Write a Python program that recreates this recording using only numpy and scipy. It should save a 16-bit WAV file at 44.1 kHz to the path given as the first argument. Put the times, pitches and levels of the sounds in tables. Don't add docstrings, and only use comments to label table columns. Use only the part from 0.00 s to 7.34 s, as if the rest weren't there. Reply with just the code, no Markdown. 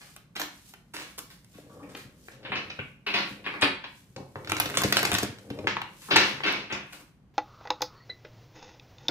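import sys
import numpy as np
from scipy import signal
from scipy.io import wavfile
from scipy.ndimage import map_coordinates

SR = 44100
rng = np.random.default_rng(int(sys.argv[2]) if len(sys.argv) > 2 else 0)


def generate_wav(signal):
    frames = np.transpose(np.atleast_2d(signal))
    scaled = np.clip(frames, -1, 1) * 32767
    pcm = np.round(scaled).astype(np.int16)
    wavfile.write(sys.argv[1], SR, pcm)


N = 323694

# centre in Hz, width in Hz, level in dB.
TABLE_MODES = [(99.7, 28, 1), (140, 18, 3), (200.4, 17.7, 2), (297.6, 44, 3), (367, 116, -2),
               (507, 140, -0.5)]
OPEN_HZ = 7000


def from_db(db):
    return 10 ** (np.asarray(db) / 20)


def rms_one(x):
    return x / np.sqrt(np.mean(x ** 2) + 1e-20)


def at_hz(points, hz):
    curve_hz, values = np.transpose(points)
    return np.interp(np.log(hz), np.log(curve_hz), values)


def over_time(points):
    return np.interp(np.arange(N) / SR, *np.transpose(points))


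def band(x, low_hz, high_hz, order=2):
    sos = signal.butter(order, [low_hz, high_hz], "band", fs=SR, output="sos")
    return signal.sosfilt(sos, x + 1e-18)


def resonance(x, hz, width_hz):
    r = np.exp(-np.pi * width_hz / SR)
    poles = [1, -2 * r * np.cos(2 * np.pi * hz / SR), r * r]
    return (1 - r * r) / 2 * signal.lfilter([1, 0, -1], poles, x + 1e-18)


def resonate(x, modes):
    out = 0
    for k, (hz, width_hz, level_db) in enumerate(modes):
        out = out + (-1) ** k * from_db(level_db) * resonance(x, hz, width_hz)
    return out


def grit(spread_db):
    size = np.minimum(rng.exponential(1, N), 5)
    return rms_one(rng.standard_normal(N) * from_db(spread_db * size))


def swells(rows, rise_db_per_s, fall_db_per_s):
    t = np.arange(0, N / SR + .01, .002)
    s, db, hold = np.transpose(rows)[:, :, None]
    before = np.maximum(s - t, 0)
    after = np.maximum(t - s - np.abs(hold), 0)
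    level_db = db - rise_db_per_s * before - fall_db_per_s * after
    gain = np.sqrt(np.sum(from_db(level_db) ** 2, axis=0))
    return np.interp(np.arange(N) / SR, t, gain)


def contacts(starts, levels_db, brightness, lengths, shape, first_touch_db, dullest_hz, order, crack_s=None):
    out = np.zeros((levels_db.shape[1], N))
    noise = grit(spread_db=5.0)
    lengths = np.maximum(lengths, 5e-4)
    for s, gains, bright, length in zip(starts, from_db(levels_db), brightness, lengths):
        i = round(s * SR)
        count = min(N - i, int(6 * length * SR))
        force = shape(np.arange(count) / (length * SR)) * noise[i:i + count]
        force[0] += from_db(first_touch_db)
        force = gains[:, None] * force
        if crack_s:
            force[1] *= np.exp(-np.arange(count) / (crack_s * SR))
        top_hz = np.clip(OPEN_HZ * 2 ** bright, dullest_hz, 15000)
        lowpass = signal.butter(order, top_hz, fs=SR, output="sos")
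        force[0] = signal.sosfilt(lowpass, force[0])
        out[:, i:i + count] += force
    return out


def octave_noise(length, step):
    edges_hz = 25 * 2 ** np.arange(0, 9.6, step)
    white = rng.standard_normal((2, 2, length))
    for k, (low, high) in enumerate(zip(edges_hz, edges_hz[1:])):
        mid, side = band(white[k % 2], low, high)
        hz = np.sqrt(low * high)
        alike = .93 / (1 + (hz / 900) ** 2.7)
        yield hz, np.sqrt(1 + alike) * mid + np.sqrt(1 - alike) * side * [[1], [-1]]


def ambience():
    # frequency in Hz, relative density in dB per Hz.
    spectrum = [(25, -29.5), (55, -6), (85, -24.5), (120, -8.5), (146, -9), (185, -6.5), (260, -19),
                (500, -28.5), (1020, -32), (16000, -59)]
    level_db = -59
    noise = sum(from_db(at_hz(spectrum, hz)) * part for hz, part in octave_noise(N, step=.5))
    return from_db(level_db) * rms_one(noise)


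def reflections():
    # frequency in Hz, time to fall by 60 dB in seconds.
    decay_times = [(120, 0.51), (500, 0.35), (2000, 0.43), (5000, 0.36), (12000, 0.26)]
    buildup_s = 0.00081
    t = np.arange(SR) / SR
    echo = sum(part * from_db(-60 * t / at_hz(decay_times, hz)) for hz, part in octave_noise(SR, step=.5))
    echo = echo * (1 - np.exp(-(t / buildup_s) ** 2))
    return echo / np.sqrt(np.sum(echo ** 2) / 2)


def room(x, count=4):
    turn_s = .45
    turn = np.arange(N) / SR / turn_s
    out = 0
    for k in range(count):
        distance = (turn - k + count / 2) % count - count / 2
        share = np.cos(np.pi / 2 * np.clip(distance, -1, 1))
        out = out + signal.fftconvolve((x * share)[None], reflections(), axes=1)[:, :N]
    return out


def ports(near):
    # time in seconds, left minus right level in dB.
    pan_points = [(0, 1), (.8, -3.5), (1.8, 2.5), (3.7, 3.5), (4.6, 0.5), (5.6, 2.5), (7.34, 5.5)]
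    mean_lag, lag_wander = 6, 1.8
    knots = np.arange(0, N + 2000, 2000)
    wander = np.interp(np.arange(N), knots, rng.standard_normal(len(knots)))
    lag = mean_lag + lag_wander * wander
    left = map_coordinates(near, [np.arange(N) - lag], order=3)
    return np.stack([left, near]) * from_db(over_time(pan_points) * [[.5], [-.5]])


def press_rumble():
    # time of full level in seconds, level in dB, hold in seconds.
    presses = [(1.75, -51.5, 0.18), (2.5, -45, 0.061), (3.35, -54.5, 0.2), (4.55, -41.5, 0.57),
               (5.58, -43, 0.091), (6.35, -47.5, 0.2)]
    gain = swells(presses, rise_db_per_s=88.5, fall_db_per_s=72.5)
    return rms_one(resonate(grit(spread_db=5.5), TABLE_MODES)) * gain


def face_swish():
    # time of full level in seconds, level in dB, hold in seconds.
    glides = [(0, -58.5, .12), (.55, -60.5, 0.036), (.68, -56.5, 0.012), (1.1, -57.5, 0.0066),
              (1.33, -60, 0.012), (1.58, -59, 0.0067), (1.74, -64, .01), (1.95, -61.5, 0.08),
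              (2.28, -57.5, 0.0044), (2.6, -69.5, .3), (3.3, -55.5, 0.0079), (3.5, -66.5, 0.18),
              (3.97, -61.5, 0.032), (4.12, -70, 0.4), (4.52, -57, 0.116), (4.78, -45, 0.31),
              (5.15, -53, 0.088), (5.4, -65.5, 0.29), (6.05, -50.5, 0.041), (6.27, -50.5, 0.019),
              (6.48, -61, .08), (6.95, -61.5, 0.017), (7.04, -71.5, 0.027)]
    faces = np.stack([grit(spread_db=5.0), grit(spread_db=6.0)])
    gain = swells(glides, rise_db_per_s=103.5, fall_db_per_s=142.5)
    return rms_one(band(faces, 2500, 12000, order=1)) * gain


def knocks():
    # start in seconds, force in dB before the table rings,
    # brightness in octaves re OPEN_HZ.
    blows = [(1.549, -42.5, -5), (1.585, -46, -2.5), (1.666, -44, -3), (1.767, -46, -2), (1.947, -44, -2.5),
             (2.052, -41, -5.5), (2.496, -35, -4.5), (2.789, -33, -4), (3.309, -32.5, -5),
             (3.625, -19.5, -6), (4.087, -42, -6), (4.162, -35.5, -3.5), (4.199, -37, -4),
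             (4.357, -37, -0.5), (4.49, -28, -6.5), (4.658, -35, -1.5), (4.774, -31, -3.5),
             (4.845, -23, -0.5), (5.126, -16, -5), (5.229, -26, -1), (5.289, -31.5, -5.5),
             (5.504, -27.5, -4), (5.588, -30.5, -3), (5.644, -31.5, -1), (6.129, -27, -4.5),
             (6.722, -32, -4)]
    dying_s = 0.007
    s, force_db, bright = np.transpose(blows)
    force, = contacts(s, force_db[:, None], bright, dying_s + 0 * s, lambda u: np.exp(-u),
                      first_touch_db=23.0, dullest_hz=79.4, order=2)
    return from_db(19.5) * resonate(force, TABLE_MODES)


def card_sound(body, air, thud, thud_modes, ring, cup=0):
    # centre in Hz, width in Hz, lift in dB at ring 1.
    deck_modes = [(946, 380, 2), (1610, 840, 4), (2510, 700, 2), (3870, 1400, 2.5)]
    cup_hz, cup_width_hz = 2435, 940
    deck = band(body, 340, 15000, order=1)
    hollow = resonance(resonance(deck, cup_hz, cup_width_hz), cup_hz, cup_width_hz)
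    hollow = cup * hollow
    for hz, width_hz, lift_db in deck_modes:
        deck = deck + (from_db(ring * lift_db) - 1) * resonance(deck, hz, width_hz)
    cards = from_db(4.5) * (deck + hollow) + from_db(22.5) * resonate(thud, thud_modes)
    return cards, band(air, 3300, 17000)


def scrapes():
    # start in seconds, body force in dB,
    # brightness in octaves re OPEN_HZ, dying time in seconds (at least 0.5 ms).
    scrape_rows = [(0.005, -56, 0.4, .06), (.353, -41.5, -0.7, 0.036), (0.396, -33, 0.9, 0.01),
                   (0.688, -65.5, -3, 0.01), (0.936, -42.5, 0.7, 0.03), (0.986, -46, 1.2, 0.048),
                   (1.178, -42, -2.3, 0.012), (1.302, -54, -0.5, 0.019), (1.537, -60.5, -0.8, 0.058),
                   (1.695, -50, -2.5, 0.039), (1.789, -48.5, -2.5, 0.12), (1.828, -54.5, -1.5, 0.027),
                   (1.89, -59, 0.4, 0.051), (1.96, -50.5, 1.5, 0.04), (2.313, -59, 0.1, .034),
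                   (2.428, -56, -0.5, 0.05), (2.447, -41.5, -0.9, 0.038), (2.518, -30, -1, 0.024),
                   (2.552, -34.5, -0.41, 0.025), (2.7, -35.5, -0.38, 0.0067), (2.789, -36, -1.1, 0.01),
                   (3.064, -32, -0.65, 0.036), (3.138, -27.5, -0.5, 0.045), (3.439, -46.5, -0.64, 0.11),
                   (3.462, -30.5, -1.14, 0.013), (3.534, -40.5, -1.5, 0.055), (3.611, -37.5, 0.6, 0.028),
                   (3.62, -19.5, -0.63, 0.018), (3.838, -38.5, -0.6, 0.011), (4.166, -37.5, -3, 0.036),
                   (4.362, -41, -3, 0.044), (4.842, -33, -0.5, 0.0072), (5.123, -31, -0.8, 0.0095),
                   (5.674, -36, -0.26, 0.031), (6.011, -56.5, 2, .062), (6.083, -34.5, -2.5, 0.033),
                   (6.106, -23, -0.54, 0.041), (6.157, -24, -0.28, 0.057), (6.433, -29.5, -0.75, 0.037),
                   (6.462, -33, -0.38, 0.067), (6.698, -36.5, -1, 0.056), (6.724, -31.5, -0.13, 0.012),
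                   (6.923, -50, 9, 0.033), (6.999, -49.5, -2.5, 0.015)]
    # time in seconds, hiss force in dB re body.
    treble = [(0, -11), (.4, -2), (.65, 21), (.93, -5), (1.2, 7), (1.55, -15), (1.8, -21), (1.95, -7),
              (2.4, -41), (2.8, -40), (3.06, -18.5), (3.85, -39.5), (4.2, -28.5), (5.67, -27), (6.0, -19.5),
              (6.1, -25), (6.7, -24), (6.95, -3)]
    # time in seconds, level in dB re body.
    cupping = [(2.2, -32), (2.45, -5), (2.6, 2), (2.8, 10), (3.07, 11.5), (3.2, -3), (3.6, 3), (5.5, -13),
               (6.5, 0.5)]
    thud_db = -9.5
    s, body_db, bright, length = np.transpose(scrape_rows)
    hiss_db = body_db + np.interp(s, *np.transpose(treble))
    levels_db = np.stack([body_db, hiss_db, body_db + thud_db], axis=1)
    forces = contacts(s, levels_db, bright, length, lambda u: (1 - np.exp(-22.0 * u)) * np.exp(-u),
                      first_touch_db=-2.0, dullest_hz=550, order=6)
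    return card_sound(*forces, TABLE_MODES[2:], ring=1.79, cup=from_db(over_time(cupping)))


def small_cards():
    start_s, end_s, cards_per_s = 4.48, 5.25, 70.0
    softest_db, mean_rise_db = -39.5, 3.55
    when, size, tone = rng.random((150, 3)).T
    s = start_s + np.cumsum(-np.log(1 - when)) / cards_per_s
    body_db = softest_db - mean_rise_db * np.log(1 - size)
    crack_db = 0 * s
    rows = np.stack([s, body_db, -1.15 * tone, crack_db], axis=1)
    return rows[s < end_s]


def snaps():
    # start in seconds, body force in dB, brightness in octaves re OPEN_HZ,
    # crack force in dB re body.
    loud_snaps = [(.164, -38, -.5, 3.5), (.365, -27.5, -0.2, -30), (.416, -24, 0.057, -7),
                  (.738, -38, -1.14, -5), (.944, -30, -3.7, -17), (.966, -31.5, -0.4, -7),
                  (1.184, -38, 9, 0), (1.19, -34.5, -3, 10), (1.446, -51.5, -1, 6), (1.95, -34, -0.8, -23),
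                  (2.284, -35, -2, -38), (3.621, -21.5, -0.98, -18.5), (4.163, -35.5, -0.4, -27.5),
                  (4.357, -27.5, -2, -44.5), (4.447, -38.5, -0.5, -10), (4.474, -29.5, -0.6, -18),
                  (4.497, -29.5, 0.5, -19), (4.519, -13.5, -1.5, -7.5), (4.567, -25.5, 0.2, -22),
                  (4.6, -13.5, 0.1, 8), (4.658, -25, 0, -5.5), (4.742, -23.5, -1.2, -26),
                  (4.772, -14.5, 0.6, -5), (4.784, -25, 0, 7), (4.819, -16, -2.1, -3.5),
                  (4.836, -16, 0.2, 0.5), (4.925, -11, -0.3, -1), (4.969, -10, 0.1, 0), (4.999, -32, -3, 6),
                  (5.03, -10.5, -4, -6.5), (5.051, -18, 0.5, 1), (5.117, -14.5, -1, -3.5),
                  (5.132, -24, -2.5, 2), (5.141, -21.5, 2, -5), (5.149, -19, -0.05, -3),
                  (5.185, -19, 0.5, 3.5), (5.232, -24, 0.7, 6), (5.386, -44, 0.4, -3),
                  (5.503, -32, -0.66, -9), (5.589, -37, -0.6, -19), (5.671, -11.5, -1.57, -36),
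                  (5.768, -14, -1.91, -47.5), (5.817, -24, -1, -14.5), (6.16, -6.5, -0.62, -41.5),
                  (6.166, -9.5, -0.35, -5), (6.405, -24, -1.75, -42), (6.439, -28, -0.77, -39),
                  (6.526, -40.5, -3.9, 7)]
    dying_s, crack_dying_s = 0.0036, .003
    attack = 8.9
    thud_db = -19
    s, body_db, bright, crack_db = np.vstack([loud_snaps, small_cards()]).T
    levels_db = np.stack([body_db, body_db + crack_db, body_db + thud_db], axis=1)
    forces = contacts(s, levels_db, bright, dying_s + 0 * s,
                      lambda u: (1 - np.exp(-attack * u)) * np.exp(-u),
                      first_touch_db=13.5, dullest_hz=1600, order=3, crack_s=crack_dying_s)
    return card_sound(*forces, TABLE_MODES, ring=1.0)


def scene():
    snap, crack = snaps()
    scrape, hiss = scrapes()
    swish = face_swish()
    table = press_rumble() + knocks()
    sent = from_db(-4) * (snap + from_db(-6) * crack)
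    sent = sent + from_db(0.32) * (scrape + hiss)
    sent = sent + from_db(-6.5) * (swish[0] + table)
    near = snap + crack + scrape + hiss + table
    return ports(near) + swish + room(sent) + ambience()


def record(dry):
    rounded = dry / (1 + np.abs(dry / .9) ** 4) ** .25
    steep_cut = signal.cheby2(12, 70, 16500, fs=SR, output="sos")
    return signal.sosfilt(steep_cut, rounded)


dry = scene()
out = record(dry)
generate_wav(out)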